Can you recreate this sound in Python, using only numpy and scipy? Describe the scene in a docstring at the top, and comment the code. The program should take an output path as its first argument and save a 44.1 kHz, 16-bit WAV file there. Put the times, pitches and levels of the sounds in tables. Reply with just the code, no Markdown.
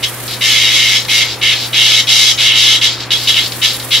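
"""Mains hum, room noise and a high, wavering hiss, and almost at once the harsh buzz of a cicada.
Indoors, at a glass tank: held by a scorpion, the cicada buzzes in bursts and rattles weakly between.
Its tymbals buckle rib by rib about 107 times a second; the clicks ring its abdomen and the tank.
The stereo microphone is near enough for the loudest peaks to overload it."""
import sys
import numpy as np
from scipy import signal
from scipy.fft import rfft, irfft
from scipy.io import wavfile
from scipy.ndimage import uniform_filter1d

SR = 44100
rng = np.random.default_rng(int(sys.argv[2]) if len(sys.argv) > 2 else 0)


def wrap_up_sound(samples):
    """Save the sound to the file named by the first command line argument, as 16-bit audio."""
    columns = np.atleast_2d(samples).T
    # keep every value between -1 and 1, then stretch to whole-number steps
    tamed = np.clip(columns, -1, 1)
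    steps = np.round(tamed * 32767).astype(np.int16)
    wavfile.write(sys.argv[1], SR, steps)


N = 176400
T, FREQS = np.arange(N) / SR, np.fft.rfftfreq(N, 1 / SR)


def amp(db):
    """Decibels to gain."""
    return 10 ** (np.asarray(db) / 20)


def unit_rms(x):
    """Scales to rms 1."""
    return x / np.sqrt(np.mean(x ** 2) + 1e-20)


def at_hz(points, hz):
    """Reads a table on a log-frequency axis."""
    f, value = np.transpose(points)
    return np.interp(np.log(hz + 1), np.log(abs(f) + 1), value)


def drift(seconds):
    """Smooth random curve of rms 1 that changes over the given time."""
    return unit_rms(irfft(rfft(rng.standard_normal(N)) * np.exp(-(FREQS * seconds) ** 2), N))


def colour(x, gain, size=8192):
    """Causal filter of unit energy, shaped by the function gain(hz)."""
    log_gain = np.log(np.maximum(gain(abs(np.fft.fftfreq(size, 1 / SR))), 1e-5))
    taps = np.fft.ifft(np.exp(np.conj(signal.hilbert(log_gain)))).real[:size // 2]
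    return signal.oaconvolve(x, taps / np.linalg.norm(taps))[:len(x)]


def whiten(x, over_hz):
    """Causally evens out the broad colour of a short sound, leaving its fine structure; unit energy."""
    spectrum = np.fft.fft(x)
    bins = max(int(over_hz * x.shape[1] / SR), 1)
    power = uniform_filter1d((abs(spectrum) ** 2).mean(0), bins, mode="wrap")
    log_gain = -.5 * np.log(abs(power) + 1e-12)
    return np.fft.ifft(spectrum * np.exp(np.conj(signal.hilbert(log_gain)))).real


def treble_shelf(x, db, corner_hz=4230):
    """Lifts or cuts the treble along the curve db."""
    hz = np.fft.rfftfreq(len(x), 1 / SR)
    high = irfft(rfft(x) * (1 - 1 / (1 + (hz / corner_hz) ** 10)), len(x))
    return x + (amp(db) - 1) * high


def stereo(noises, coherence):
    """Turns two unrelated noises into left and right with the given coherence."""
    size = noises.shape[1]
    alike = np.clip(at_hz(coherence, np.fft.rfftfreq(size, 1 / SR)), -1, 1)
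    mid, side = rfft(noises) * np.sqrt([(1 + alike) / 2, (1 - alike) / 2])
    return irfft(np.array([mid + side, mid - side]), size)


def add(mix, start_s, sound):
    """Mixes a sound in at the given time."""
    part = mix[max(round(start_s * SR), 0):][:len(sound)]
    part += sound[:len(part)]


# hum lines of mains and fans: f/Hz, rms level/dB
HUM_LINES = [(69.5, -51), (86, -58), (120, -32.5), (345, -46.5), (432, -52), (518, -43.5), (1345, -49)]
# fan noise in the room: f/Hz, relative level/dB
FAN_COLOUR = [(20, -19), (45, -9), (65, 0), (100, -2), (160, -1.5), (280, 2.5), (450, -1.5), (1000, -2),
              (2000, -3), (4000, -9.5), (8000, -27), (15500, -39)]
# fan noise across the microphone: f/Hz, left-right coherence
FAN_COHERENCE = [(30, .55), (120, 0.52), (500, 0.79), (2000, 0.82), (8000, .1)]


def room_tone(fan_db=-29):
    """The room around the tank: mains and fans hum, centred, over a wider bed of fan noise."""
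    fans = stereo(rng.standard_normal((2, N)), FAN_COHERENCE)
    fans = irfft(rfft(fans) * amp(at_hz(FAN_COLOUR, FREQS)), N)
    hum = np.zeros(N)
    for hz, db in HUM_LINES:
        phase = 2 * np.pi * (hz * T + rng.random())
        wander = hz * 0.00057 * drift(seconds=0.25)
        hum += amp(db) * np.sqrt(2) * np.sin(phase + wander)
    return amp(fan_db) * unit_rms(fans) + hum


# colour of the hiss: f/Hz, relative level/dB
HISS_COLOUR = [(1000, -16), (3500, -1.5), (6000, -2.5), (9500, 3), (12200, 2.5), (14000, -2), (15700, -1.5)]
# course of the hiss at the microphone: t/s, level/dB
HISS_LEVELS = [(0, -30), (.06, -25.5), (.38, -28), (.9, -29), (1.05, -31), (1.18, -24), (1.3, -35),
               (1.42, -34), (1.62, -29), (1.8, -28), (2.06, -31.5), (2.3, -31.5), (2.75, -33),
               (2.92, -35.5), (3.09, -44), (3.14, -28.5), (3.6, -26.5), (4, -25.5)]


def hiss(flicker_db=2):
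    """A high, flickering hiss that comes and goes, unrelated in left and right."""
    white = rng.standard_normal((2, N))
    noise = np.array([colour(side, lambda hz: amp(at_hz(HISS_COLOUR, hz))) for side in white])
    return noise * amp(np.interp(T, *np.transpose(HISS_LEVELS)) + flicker_db * drift(seconds=0.016))


# ribs that buckle in one muscle pull: position/cycle, level/dB
TYMBAL_RIBS = [(0, -0.5), (0.118, -2), (0.238, -0.5), (0.362, -1), (.48, 0.5), (.73, -4.5)]
CYCLE_HZ, START_SAG, SPIN_UP_S, WANDER = 107.96, .06, .03, .004
FLEX, FLEX_HZ = .05, 5  # the spacing of the ribs sways as the insect strains
RIB_JITTER_S, RIB_SPREAD_DB, CRACKLE_DB, CRACKLE_S = .00003, 1.5, -3, 0.002
ONSET_DB, ATTACK_S, RELEASE_S = -6, 0.0073, 0.0028


def tymbal(length_s, swell_db):
    """One run of the tymbal muscle: it comes up to speed, and each pull snaps a row of ribs."""
    size, pulls = 36000, 80
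    t, cycle = np.arange(size) / SR, np.arange(pulls)
    wander = WANDER * np.sin(2 * np.pi * (2 * t + rng.random()))
    rate_hz = CYCLE_HZ * (1 - START_SAG * np.exp(-t / SPIN_UP_S) + wander)
    turns, clicks = np.cumsum(rate_hz) / SR, np.zeros(size)
    spacing = 1 + FLEX * np.sin(2 * np.pi * (FLEX_HZ * cycle / CYCLE_HZ + rng.random()))
    for position, db in TYMBAL_RIBS:
        jitter, spread = rng.standard_normal((2, pulls))
        snap_s = abs(np.interp(cycle + position * spacing, turns, t) + RIB_JITTER_S * jitter)
        attack = ONSET_DB * np.exp(-snap_s / ATTACK_S)
        swell = swell_db * (np.minimum(snap_s / length_s, 1) - .5)
        release = np.exp(-np.maximum(snap_s - length_s, 0) / RELEASE_S)
        force = amp(db + RIB_SPREAD_DB * spread + attack + swell) * release
        clicks += np.bincount(np.minimum(snap_s * SR, size - 1).astype(int), force, size)
    pole = np.exp(-1 / (CRACKLE_S * SR))  # each click trails a brief crackle
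    crackle_power = signal.lfilter([1 - pole], [1, -pole], clicks ** 2 + 1e-18)
    run = clicks + amp(CRACKLE_DB) * np.sqrt(crackle_power) * rng.standard_normal(size)
    strength = np.linalg.norm(run) * np.sqrt(SR / CYCLE_HZ) / 2
    return strength * whiten(run[None], over_hz=2 * CYCLE_HZ)[0]


# narrow resonances: f/Hz, width/Hz, level/dB relative to the broad colour
RESONANCES = [(1315, 35, 11.5), (1759, 30, 9), (2080, 15, -8), (2117, 22, 10.5), (2205, 37, 10.5),
              (2524, 18, -3), (2787, 25, 5), (2890, 52, 2.5), (3047, 36, 10), (3348, 31, 12.5),
              (3800, 107, 11), (3910, 40, 12), (4280, 97, 5), (4610, 92, 4.5), (4820, 92, 3.5),
              (5182, 34, 11), (5680, 81, 4), (6160, 28, 7.5), (6580, 25, 7.5), (7330, 100, 3.5),
              (12400, 150, 10)]


def ring_gain(hz):
    """Gain of the narrow resonances that the clicks ring in insect and tank."""
    peaks = sum(amp(db) ** 2 / (1 + (2 * (hz - f) / width) ** 2) for f, width, db in RESONANCES)
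    return np.sqrt(1 + peaks)


# tuning of the abdomen: t/s, f/Hz
ABDOMEN_TUNING = [(.04, 2980), (.48, 3370), (.62, 3290), (.68, 3170), (.76, 3390), (.83, 3230),
                  (1.18, 3470), (1.44, 3080), (1.53, 2950), (1.8, 3290), (2.2, 3570), (2.46, 3410),
                  (2.52, 2900), (2.58, 3370), (2.72, 3340), (3.12, 3440), (3.38, 3010), (3.95, 3420)]


def abdomen(x, width_hz=1190, ring_db=2, rest_hz=3286, treble_db_per_hz=0.0234):
    """The abdomen's broad resonance glides as it flexes; the higher it is tuned, the brighter the buzz."""
    tuning = np.interp(T, *np.transpose(ABDOMEN_TUNING))
    carrier = np.exp(2j * np.pi * np.cumsum(tuning) / SR)
    pole = np.exp(-np.pi * width_hz / SR)
    ring = 2 * (carrier * signal.lfilter([1 - pole], [1, -pole], x / carrier + 1e-18)).real
    body = (x + amp(ring_db) * ring) / np.sqrt(1 + amp(ring_db) ** 2)
    return treble_shelf(body, treble_db_per_hz * (tuning - rest_hz))


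# broad colour of the buzz: f/Hz, relative level/dB
BUZZ_COLOUR = [(300, -31), (900, -25.5), (1400, -19.5), (1900, -11), (2100, -7.5), (2380, -9.5), (2800, -3),
               (3250, -2.5), (3600, -5.5), (3850, -5.5), (4400, -7.5), (5000, -4.5), (6300, -6),
               (8000, -15), (10000, -16.5), (12500, -23.5), (15500, -47)]
# loud bursts: start t/s, end t/s, relative level/dB, low ring/dB, treble/dB, swell over the burst/dB
BUZZ_BURSTS = [(0.027, 0.046, -1.5, 1, 9.5, 4), (0.409, 0.969, -2, 8, 2, 0.5),
               (1.084, 1.232, -1.5, 10, -0.5, -0.5), (1.414, 1.537, -0.5, 5, 3, 1),
               (1.73, 2.004, -0.5, 3.5, -1.5, -1), (2.07, 2.32, -1.5, 4.5, -1.5, 0),
               (2.376, 2.524, -0.5, 3.5, -2.5, 3), (2.517, 2.761, 0.5, 1, -1.5, -0.5),
               (2.813, 2.871, 1.5, 0.5, -1, -6), (3.106, 3.137, 1.5, -1.5, -4, -7.5),
               (3.274, 3.306, 3.5, -2, 3.5, -7), (3.342, 3.343, 9.5, -6, -4, -6),
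               (3.354, 3.392, 2, 0.5, 0, 0), (3.617, 3.66, 1.5, 2, 2, 1), (3.907, 3.956, 1, 2, -4.5, 3.5)]


def buzz(level_db=-10.5, low_ring_hz=2140, low_width_hz=540, dull_db=-9.5, brighten_s=0.012):
    """Hard tymbal runs that start dull, brighten quickly and ring the abdomen."""
    out = np.zeros(N)
    for start, end, db, low_db, treble_db, swell_db in BUZZ_BURSTS:
        def gain(hz):
            low_ring = low_db * np.exp(-((hz - low_ring_hz) / low_width_hz) ** 2)
            return ring_gain(hz) * amp(at_hz(BUZZ_COLOUR, hz) + low_ring)
        run = colour(tymbal(end - start, swell_db), gain)
        brightness = treble_db + dull_db * np.exp(-T[:len(run)] / brighten_s)
        add(out, start, amp(level_db + db) * treble_shelf(run, brightness))
    return abdomen(out)


# decay inside the tank: f/Hz, T60/s
TANK_DECAY = [(500, 0.27), (3000, 0.12), (6000, 0.19), (14000, 0.15)]
# reflections across the microphone: f/Hz, left-right coherence
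TANK_COHERENCE = [(500, 0.87), (2500, 0.84), (4000, 0.7), (6000, 0.39), (14000, -.3)]
# balance at the microphone: f/Hz, left over right/dB
TANK_BALANCE = [(1000, 1.1), (2400, -0.15), (4400, 4.7), (8000, -0.85), (15000, -1.4)]


def glass_tank(x, early_s=0.0011, tail_db=3.5, size=16384):
    """From insect to microphone: direct sound, quick reflections off the glass and a short tail."""
    early, late = rng.standard_normal((2, 2, size))
    early = stereo(early, TANK_COHERENCE) * np.exp(-T[:size] / early_s)
    hz, t, bands = signal.stft(stereo(late, TANK_COHERENCE), SR, nperseg=256)
    decay = amp(-60 * t / at_hz(TANK_DECAY, hz)[:, None])
    tail = signal.istft(bands * decay, SR, nperseg=256)[1][:, :size]
    response = (unit_rms(early) + amp(tail_db) * unit_rms(tail)) / np.sqrt(size)
    response[:, 0] += 1  # direct sound
    wet = signal.fftconvolve(x[None], whiten(response, over_hz=45), axes=1)[:, :N]
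    balance = amp(at_hz(TANK_BALANCE, FREQS) * np.array([[.5], [-.5]]))
    return unit_rms(irfft(rfft(wet) * balance, N)) * np.std(x)


# broad colour of rattles and twitches: f/Hz, relative level/dB
RATTLE_COLOUR = [(300, -47), (1400, -23), (2200, -6.5), (3000, -1.5), (4000, 1.5), (5100, 0), (6000, -7.5),
                 (7500, -9), (8500, -24), (15500, -33)]
# weak rattles: start t/s, end t/s, relative level/dB, swell over the rattle/dB
RATTLE_RUNS = [(0.279, 0.344, -10.5, 6), (0.959, 1.021, -6.5, -6), (1.234, 1.344, -8.5, -4.5),
               (1.549, 1.662, -7.5, -2.5), (2.872, 2.947, -6, -7), (2.968, 3.04, -14, 5),
               (3.141, 3.273, -8, -3), (3.31, 3.468, -7, 4), (3.666, 3.757, -6.5, -12),
               (3.958, 4.004, -5, -8)]
# single twitches: t/s, relative level/dB
TYMBAL_TWITCHES = [(.279, -14), (1.05, -12), (3.005, -11), (3.521, -8.5), (3.798, -11), (3.825, -17.5)]


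def rattle(rattle_db=-13.5, twitch_db=-2.5):
    """Weak, thinner tymbal runs and single twitches between the bursts."""
    out = np.zeros(N)
    for start, end, db, swell_db in RATTLE_RUNS:
        add(out, start, amp(rattle_db + db) * tymbal(end - start, swell_db))
    for start, db in TYMBAL_TWITCHES:
        add(out, start, amp(twitch_db + db) * tymbal(length_s=0.0012, swell_db=0))
    return colour(out, lambda hz: amp(at_hz(RATTLE_COLOUR, hz)) * np.sqrt(ring_gain(hz)))


def scene():
    """At the microphone: the cicada in its tank, with the room around it."""
    return glass_tank(buzz() + rattle()) + room_tone() + hiss()


def record(dry):
    """The overloaded microphone rounds off the peaks; a steep low-pass then cuts the highest treble."""
    ceiling, knee, cutoff_hz = 1.1, 5.9, 15750
    clipped = dry / (1 + abs(dry / ceiling) ** knee) ** (1 / knee)
    low_pass = signal.firwin(511, cutoff_hz, window=("kaiser", 9), fs=SR)
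    return signal.oaconvolve(clipped, low_pass[None], "same")


dry = scene()
out = record(dry)
wrap_up_sound(out)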